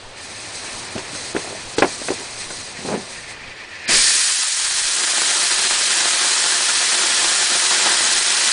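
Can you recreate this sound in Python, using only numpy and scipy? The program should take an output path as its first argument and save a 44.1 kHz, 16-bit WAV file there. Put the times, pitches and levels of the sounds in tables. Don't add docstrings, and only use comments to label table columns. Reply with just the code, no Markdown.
import sys
import numpy as np
from scipy import signal
from scipy.fft import rfft, irfft, next_fast_len
from scipy.io import wavfile

SR = 44100
rng = np.random.default_rng(int(sys.argv[2]) if len(sys.argv) > 2 else 0)


def pcm_store(signal):
    levels = np.round(np.clip(np.atleast_2d(signal), -1, 1) * 32767)
    wavfile.write(sys.argv[1], SR, levels.astype(np.int16).T)


def linear_from_db(decibels):
    return 10 ** (np.asarray(decibels, float) / 20)


N = 375732
IGNITION_S = 3.885

# (time [s], level [dB])
JET_HISS = [
    (3.878, -25.5),
    (3.887, -25),
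    (3.891, -15),
    (3.97, -9),
    (4.1, -10),
    (4.3, -13),
    (4.55, -16),
    (5.2, -14.5),
    (8.52, -14),
]
# (frequency [Hz], level [dB per Hz])
JET_COLOUR = [(40, -29), (100, -26), (200, -13), (350, -12.5), (600, -5.5), (1000, -4.5), (1500, -3.5),
              (2000, -6), (2800, -7.5), (4200, -4), (6200, -5), (8000, -4), (10500, -5)]
# (time [s], peak level [dB])
FUEL_POPS = [(5.022, -25), (5.085, -22), (5.18, -11), (5.217, -8.5), (5.314, -23), (5.385, -22.5),
             (5.602, -20.5), (5.621, -23), (5.658, -35), (5.708, -11.5), (5.984, -24), (6.055, -10),
             (6.345, -30), (6.623, -21), (7.006, -26), (7.059, -13.5), (7.123, -25.5), (7.175, -16),
             (7.222, -18), (7.318, -17), (7.514, -24.5), (7.553, -13.5), (7.712, -16.5), (7.859, -17.5),
             (8.006, -12), (8.124, -21.5)]
# (peak time [s], level [dB], swell [s])
FLAME_SURGES = [
    (7.72, 4.5, 0.016),
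    (7.87, 6, 0.086),
]
# (peak time [s], hiss level [dB], swell [s])
FUSE_FLARES = [(.2, -39, 0.037), (.27, -38.5, 0.091), (.43, -35.5, .15), (.545, -29.5, 0.01),
               (.79, -30.5, 0.37), (.986, -33.5, .02), (1.17, -27, 0.048), (1.43, -29, .1),
               (1.79, -28, 0.037), (1.92, -28, 0.099), (2.07, -28, 0.21), (2.34, -31.5, 0.017),
               (2.54, -29.5, 0.28), (2.88, -30.5, 0.091), (3.12, -33, .04), (3.18, -32.5, .03),
               (3.31, -35.5, 0.041)]
# (frequency [Hz], level [dB per Hz])
FUSE_COLOUR = [(400, -9.5), (800, -14), (1300, -18.5), (2000, -18), (2600, -20), (3100, -15), (3700, -6),
               (4150, -3.5), (4800, -3.5), (5400, -7), (6300, -4), (7200, -8.5), (8300, -3.5),
               (10300, -10.5)]
# (frequency [Hz], width [Hz], level [dB])
TUBE_RESONANCES = [(1810, 220, 6), (2066, 220, 9.5), (2513, 310, 9), (2540, 280, 2), (4260, 1700, -5)]
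# (peak time [s], level [dB], swell [s])
BORE_PEEPS = [
    (3.185, -42, 0.017),
    (3.73, -38, 0.023),
    (4.075, -28, 0.013),
]
# (time [s], peak level [dB], body [Hz], body t60 [s], crack re peak [dB])
PLUG_BLOWOUT = [
    (3.889, -27, 251, .036, -6),
]
# (delay [ms], gain, dulled above [Hz])
ECHOES = [(0.82, -0.07, 4000.0), (1.22, 0.05, 12000.0), (1.32, -0.1, 1500.0), (1.79, -0.05, 4000.0),
          (5.08, 0.03, 12000.0), (5.19, -0.04, 4000.0), (5.56, 0.16, 1500.0), (8.0, 0.09, 1500.0),
          (8.44, 0.05, 12000.0), (8.5, 0.19, 1500.0), (8.78, -0.04, 4000.0), (9.77, -0.05, 4000.0),
          (12.49, 0.09, 1500.0), (13.85, -0.1, 1500.0), (14.42, 0.06, 12000.0), (14.49, -0.1, 1500.0),
          (18.59, 0.06, 1500.0), (19.14, -0.08, 1500.0)]
# (time [s], peak level [dB], body [Hz], body t60 [s], crack re peak [dB])
GROUND_KNOCKS = [(1.25, -29, 560, 0.057, -12), (1.349, -10.5, 347, 0.046, -17), (1.3645, -7, 400, .032, -4),
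                 (1.445, -22, 666, .036, -15), (1.473, -19, 720, 0.037, -19), (1.506, -25, 486, 0.055, -13),
                 (1.526, -19.5, 538, 0.033, -16), (1.55, -22, 610, 0.029, -10), (1.8222, 4, 454, 0.025, -2),
                 (1.8265, -3.5, 775, 0.043, -7), (1.8355, -7.5, 362, 0.054, -14),
                 (1.844, -11, 490, 0.014, -1), (2.0165, -17.5, 571, 0.028, -18),
                 (2.0845, -12, 630, .028, 0.5), (2.1035, -9.5, 387, 0.07, -10),
                 (2.115, -15, 520, 0.053, -20), (2.204, -24, 398, 0.043, -10), (2.505, -19, 624, 0.02, -2)]
# (time [s], peak level [dB], body [Hz], body t60 [s], crack re peak [dB])
GRIT_CRUNCHES = [
    (.953, -17, 318, 0.03, -12),
    (.961, -11, 213, 0.015, -20),
    (.979, -20, 390, 0.094, 2),
    (.992, -25, 900, 0.054, 0),
    (1.13, -29, 294, 0.11, -6),
    (1.15, -26, 300, 0.046, 5),
    (1.7825, -5, 430, 0.052, -5.5),
    (1.785, -8.5, 397, 0.017, -6.5),
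    (1.791, -18, 496, 0.051, -1),
    (1.798, -22.5, 378, .04, 2),
]
# (time [s], level [dB])
SCUFF_LEVEL = [
    (2.76, -57),
    (2.784, -49),
    (2.836, -39),
    (2.87, -29),
    (2.94, -22),
    (3.0, -34.5),
    (3.04, -43),
]
# (time [s], peak level [dB], body [Hz], body t60 [s], crack re peak [dB])
SCUFF_CATCHES = [
    (2.788, -28, 232, 0.082, -14),
    (2.849, -19, 283, .04, -18),
    (2.887, -11.5, 497, 0.024, -10),
    (2.922, -10, 630, 0.019, -14),
    (2.938, -15, 456, 0.084, -18),
    (2.962, -27, 590, .03, -18),
]
# (frequency [Hz], level [dB per Hz])
SCUFF_COLOUR = [(41, -51), (70, -23), (215, 1.5), (347, -6), (397, 2), (428, -6), (802, -5.5), (1260, -22),
                (2500, -21.5), (3250, -56), (5500, -120)]
# (time [s], level [dB])
YARD_LEVEL = [
    (0.0, -48.5),
    (.85, -44),
    (2.0, -45),
    (3.89, -49.5),
    (4.15, -71),
    (5.65, -62),
    (8.52, -71),
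]
# (frequency [Hz], level [dB per Hz])
YARD_COLOUR = [(26, -48), (45, -20.5), (103, -7.5), (156, -11), (370, -7.5), (600, -7), (900, -7),
               (1300, -9.5), (2000, -11.5), (3000, -12), (4500, -13.5), (5500, -21.5), (7500, -26),
               (10300, -29)]
# (peak time [s], level [dB], swell [s])
DEEP_SWELLS = [(.06, -41, .08), (.75, -47, .05), (.97, -48, .05), (1.35, -53, .05), (1.66, -40, .05),
               (1.83, -44, .04), (2.36, -44, .04), (2.48, -41, .06), (3.16, -51, .05), (3.48, -51, .1),
               (3.63, -52, .04), (3.96, -32, 0.061), (4.15, -54, .1), (4.65, -48, 0.052), (4.87, -45, 0.067),
               (5.54, -49, .05), (5.77, -50, 0.16), (6.38, -56, .05), (6.5, -51, .05), (7.06, -52, .05),
               (7.28, -46, 0.14), (7.95, -53, .06), (8.16, -46, .05), (8.3, -55, .05)]
# (time [s], length [s], boost [dB])
TICK_SPELLS = [
    (3.17, 0.37, 15),
    (4.65, 0.22, 12),
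    (5.55, .25, 8),
    (6.38, .05, 8),
    (7.05, 0.22, 8),
    (7.95, 0.27, 9),
]
# (frequency [Hz], level [dB])
TOP_CUT = [(9990, 0), (10090, -11), (10180, -30), (10250, -80), (10300, -120)]


def jet():
    gate, hiss_db = in_time(JET_HISS)
    mid_db, low_db = flame_balance()
    flutter = drift(45)
    since = np.arange(N) / SR - IGNITION_S
    pops = np.zeros(N)
    for s, db in FUEL_POPS:
        pops[round((s + .002) * SR)] = linear_from_db(db + 43) * rng.choice([-1, 1])
    turbulence = rng.standard_normal(N) + 0.52 * grains(1500, spread_db=1.0)
    lumps = .5 * grains(60, spread_db=-1.0) + pops

    low, rest = split(coloured(turbulence, JET_COLOUR), 1570)
    mid, high = split(rest, 4880)
    lump_thuds = split(coloured(lumps, JET_COLOUR), 2000)[0] / low.std()
    low = rms_one(low) * linear_from_db(2.44 * flutter) + 0.74 * lump_thuds
    low = band(rms_one(low), 110, 9000)
    out = rms_one(high) * linear_from_db(.4 * flutter + .3 * drift(25))
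    out += rms_one(mid) * linear_from_db(mid_db + .8 * flutter + .3 * drift(25))

    screech_db = -14 - 46 * np.maximum(since - .07, 0)
    out += linear_from_db(screech_db) * rms_one(resonance(turbulence, 4680, 1000))
    whoomp_db = -21.5 - 200 * np.maximum(since - .06, 0)
    out += linear_from_db(whoomp_db) * rms_one(band(turbulence, 110, 696))
    barrel = linear_from_db(-18) * rms_one(resonance(resonance(low, 352, 127), 352, 127))
    deep, upper = split(low + barrel, 690)
    hollow_db = -5 * (step(4.2, .06) - step(4.8, .1))
    out += (deep * linear_from_db(hollow_db) + upper) * linear_from_db(low_db + 4.0)
    return gate * linear_from_db(hiss_db - 1.35) * out


def flame_balance():
    full = step(4.66, .71)
    surge_db = swells(FLAME_SURGES, 6, 61, 0)
    blast_fade_db = 200 * np.maximum(np.arange(N) / SR - IGNITION_S - .06, 0)
    mid_thin_db, mid_full_db, mid_blast_db = -13, -6.5, -6
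    low_thin_db, low_full_db, low_blast_db = -32, -20, -21.5
    mid_db = np.maximum(mid_thin_db + (mid_full_db - mid_thin_db) * full, mid_blast_db - blast_fade_db)
    low_db = np.maximum(low_thin_db + (low_full_db - low_thin_db) * full, low_blast_db - blast_fade_db)
    return mid_db + 0.38 * surge_db, low_db + surge_db


def fuse():
    t = np.arange(N) / SR
    lit, buried, fired = step(.165, .0075), step(3.34, .006), step(IGNITION_S, .003)
    flares_db = np.where(t < FUSE_FLARES[-2][0], swells(FUSE_FLARES, 3.5, 28, -51.5),
                         swells(FUSE_FLARES[-2:], 3.5, 99, -44))
    hiss_db = (1 - lit) * -46.5 + (lit - buried) * flares_db + buried * -52
    spit = rng.standard_normal(N) + .2 * grains(730, spread_db=-3.0)
    hiss = linear_from_db(hiss_db + 1.1 * drift(16)) * coloured(spit, FUSE_COLOUR)

    gas_db = (1 - lit) * -48 + (lit - buried) * (-37.5 + 0.2 * (flares_db + 31.5))
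    gas_db += (buried - fired) * (-38.5 + 9 * np.exp(-abs(t - IGNITION_S) / .065))
    since = np.maximum(t - IGNITION_S, 0)
    gas_db += fired * np.maximum(-21.5 - 150 * since, -20 - 36 * since)
    gas = rng.standard_normal(N)
    tube = np.zeros(N)
    for k, (hz, width_hz, db) in enumerate(TUBE_RESONANCES):
        tube += linear_from_db(db) * (-1) ** k * resonance(gas, hz, width_hz)
    broad = rms_one(band(gas, 1500, 4300))
    bore_noise = band(band(rng.standard_normal(N), 1680, 2700), 1680, 2700)
    bore = linear_from_db(-5.5) * step(3.1, .1) * rms_one(bore_noise)
    smoulder = linear_from_db(gas_db + 2.0 * drift(15)) * (0.69 * rms_one(tube) + 0.25 * broad + bore)
    peeps = linear_from_db(swells(BORE_PEEPS, 13, 600, -90)) * rms_one(resonance(gas, 1830, 90))
    return peeps + (1 - fired) * hiss + smoulder


def walls(x):
    out = x.copy()
    for delay_ms, gain, dull_hz in ECHOES:
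        lag = round(delay_ms * SR / 1000)
        r = np.exp(-2 * np.pi * dull_hz / SR)
        out[lag:] += 1.26 * gain * signal.lfilter([1 - r], [1, -r], x)[:-lag]
    return out


def knocks(table, tail_db, crack_t60, grit_low_hz, grit_top_hz):
    out = np.zeros(N)
    t = np.arange(round(.25 * SR)) / SR

    def ring(hz, t60):
        return np.sin(2 * np.pi * hz * t) * linear_from_db(-60 * t / t60)

    snap = 1.9 * ring(1500, .0064) + .5 * ring(2500, .0055) + 0.38 * ring(2000, .012)
    thud = linear_from_db(-32) * ring(105, .038)
    for s, db, hz, t60, crack_db in table:
        chance = rng.uniform(-0.75, 1, 3)
        noise = rng.standard_normal((2, len(t)))
        pitches = hz * np.array([.8, 1.0, 1.9]) * (1 + 0.053 * chance)
        body = np.array([.35, .7, .22]) @ ring(pitches[:, None], max(t60, .005))
        grit = rms_one(band(band(noise[0], grit_low_hz, grit_top_hz), grit_low_hz, grit_top_hz))
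        grit = 0.42 * grit * linear_from_db(-60 * t / max(crack_t60, .003))
        tail = linear_from_db(tail_db) * rms_one(band(noise[1], 200, 860)) * linear_from_db(-60 * t / 0.15)
        blow = (body + thud) * (1 - np.exp(-t / 0.0004))
        blow += linear_from_db(crack_db) * (snap + grit) * (1 - np.exp(-t / 0.0005))
        blow += tail * (1 - np.exp(-t / 0.0016))
        i = round(s * SR)
        out[i:i + len(t)] += linear_from_db(db) * blow
    return band(out, 75, 6700)


def scuff():
    gate, level_db = in_time(SCUFF_LEVEL, fade_s=.02)
    slips = coloured(grains(2000, spread_db=-5.0), SCUFF_COLOUR)
    catches = knocks(SCUFF_CATCHES, tail_db=-11, crack_t60=.014, grit_low_hz=900, grit_top_hz=3060)
    return gate * linear_from_db(level_db) * slips + catches


def yard():
    level = linear_from_db(in_time(YARD_LEVEL)[1] + 9)
    rumble = linear_from_db(0.45 * drift(7.8)) * coloured(rng.standard_normal(N), YARD_COLOUR)
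    hum = linear_from_db(-16.5) * rms_one(resonance(resonance(rng.standard_normal(N), 98.5, 49), 98.5, 49))
    deep_noise = rms_one(band(band(rng.standard_normal(N), 7, 27), 7, 27))
    deep_layer = linear_from_db(swells(DEEP_SWELLS, 17, 164, -71)) * deep_noise
    return level * (rumble + hum) + deep_layer


def faint_ticks():
    ticks = np.zeros(N)
    ticks[(np.arange(.01, N / SR, 1 / 29.97) * SR).astype(int)] = 1
    boost_db = sum(db * (step(s, .01) - step(s + length, .01)) for s, length, db in TICK_SPELLS)
    return linear_from_db(-64.5 + boost_db) * rms_one(band(ticks, 18, 150))


def rms_one(x):
    return x / np.sqrt(np.mean(x ** 2) + 1e-20)


def in_time(rows, fade_s=.006):
    s, *columns = np.transpose(rows)
    t = np.arange(N) / SR
    gate = np.clip(np.minimum(t - s[0], s[-1] - t) / fade_s + 1, 0, 1)
    return [gate] + [np.interp(t, s, c) for c in columns]


def swells(rows, swell_db, sag_db_per_s, floor_db):
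    t = np.arange(0, N, 32) / SR
    level = floor_db
    for s, db, swell_s in rows:
        rise_db = swell_db * (s - t) / max(swell_s, .005)
        level = np.maximum(level, db - np.where(t < s, rise_db, sag_db_per_s * (t - s)))
    return np.interp(np.arange(N) / SR, t, level)


def step(s, width_s):
    return .5 + .5 * np.tanh((np.arange(N) / SR - s) / width_s)


def drift(rate):
    r = np.exp(-80 * np.pi * rate / SR)
    slow = signal.lfilter([1], [1, -2 * r, r * r], rng.standard_normal(N // 40 + 2002))[2000:]
    return np.interp(np.arange(N) / 40, np.arange(len(slow)), rms_one(slow))


def grains(per_s, spread_db):
    sizes = linear_from_db(spread_db * np.minimum(rng.exponential(1, N), 4)) * rng.choice([-1, 1], N)
    return rms_one(sizes * (rng.random(N) < per_s / SR))


def at_hz(points, hz):
    point_hz, db = np.transpose(points)
    return np.interp(np.log(hz), np.log(point_hz), db)


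def coloured(x, points):
    size = next_fast_len(N)
    hz = np.arange(size // 2 + 1) * SR / size + 1
    return rms_one(irfft(rfft(x, size) * linear_from_db(at_hz(points, hz)), size)[:N])


def band(x, low_hz, high_hz):
    return signal.sosfilt(signal.butter(2, [low_hz, high_hz], "band", fs=SR, output="sos"), x)


def split(x, hz):
    size = next_fast_len(N)
    share = 1 / (1 + (np.arange(size // 2 + 1) * SR / size / hz) ** 4)
    below = irfft(rfft(x, size) * share, size)[:N]
    return below, x - below


def resonance(x, hz, width_hz):
    r = np.exp(-np.pi * width_hz / SR)
    poles = [1, -2 * r * np.cos(2 * np.pi * hz / SR), r * r]
    return signal.lfilter([(1 - r * r) / 2, 0, (r * r - 1) / 2], poles, x)


def scene():
    plug = knocks(PLUG_BLOWOUT, tail_db=2.5, crack_t60=.02, grit_low_hz=900, grit_top_hz=3060)
    motor = jet() + fuse() + plug
    feet = knocks(GROUND_KNOCKS, tail_db=-14.5, crack_t60=.041, grit_low_hz=900, grit_top_hz=2840)
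    feet += knocks(GRIT_CRUNCHES, tail_db=-17.5, crack_t60=.092, grit_low_hz=2000, grit_top_hz=8000)
    return (walls(motor) + feet + scuff() + yard() + faint_ticks())[None]


def treble_gaps(x, share, jump_db):
    hz, _, z = signal.stft(x, SR, nperseg=512, noverlap=384)
    level_db = 10 * np.log10(np.mean(abs(z) ** 2, axis=0) + 1e-12)
    before_rise = np.roll(level_db, -10) - level_db > jump_db
    cells = rng.random((z.shape[0] // 6 + 1, z.shape[1] // 3 + 1))
    cells = np.repeat(np.repeat(cells, 6, axis=0), 3, axis=1)[:z.shape[0], :z.shape[1]]
    dropped = (hz[:, None] > 5200) & ((cells < share) | (before_rise & (cells < .9)))
    return signal.istft(z * np.where(dropped, .1, 1), SR, nperseg=512, noverlap=384)[1][:N]


def low_pass(x):
    return signal.sosfilt(signal.butter(12, 11230, fs=SR, output="sos"), x)


def record(dry):
    x = dry / (1 + (abs(dry) / .93) ** 4) ** .25
    x = treble_gaps(x[0], share=.065, jump_db=11.5)
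    size = next_fast_len(N + SR // 10)
    hz = np.arange(size // 2 + 1) * SR / size + 1
    x = irfft(rfft(x, size) * linear_from_db(at_hz(TOP_CUT, hz)), size)[:N]
    return low_pass(x[None])


dry = scene()
out = record(dry)
pcm_store(out)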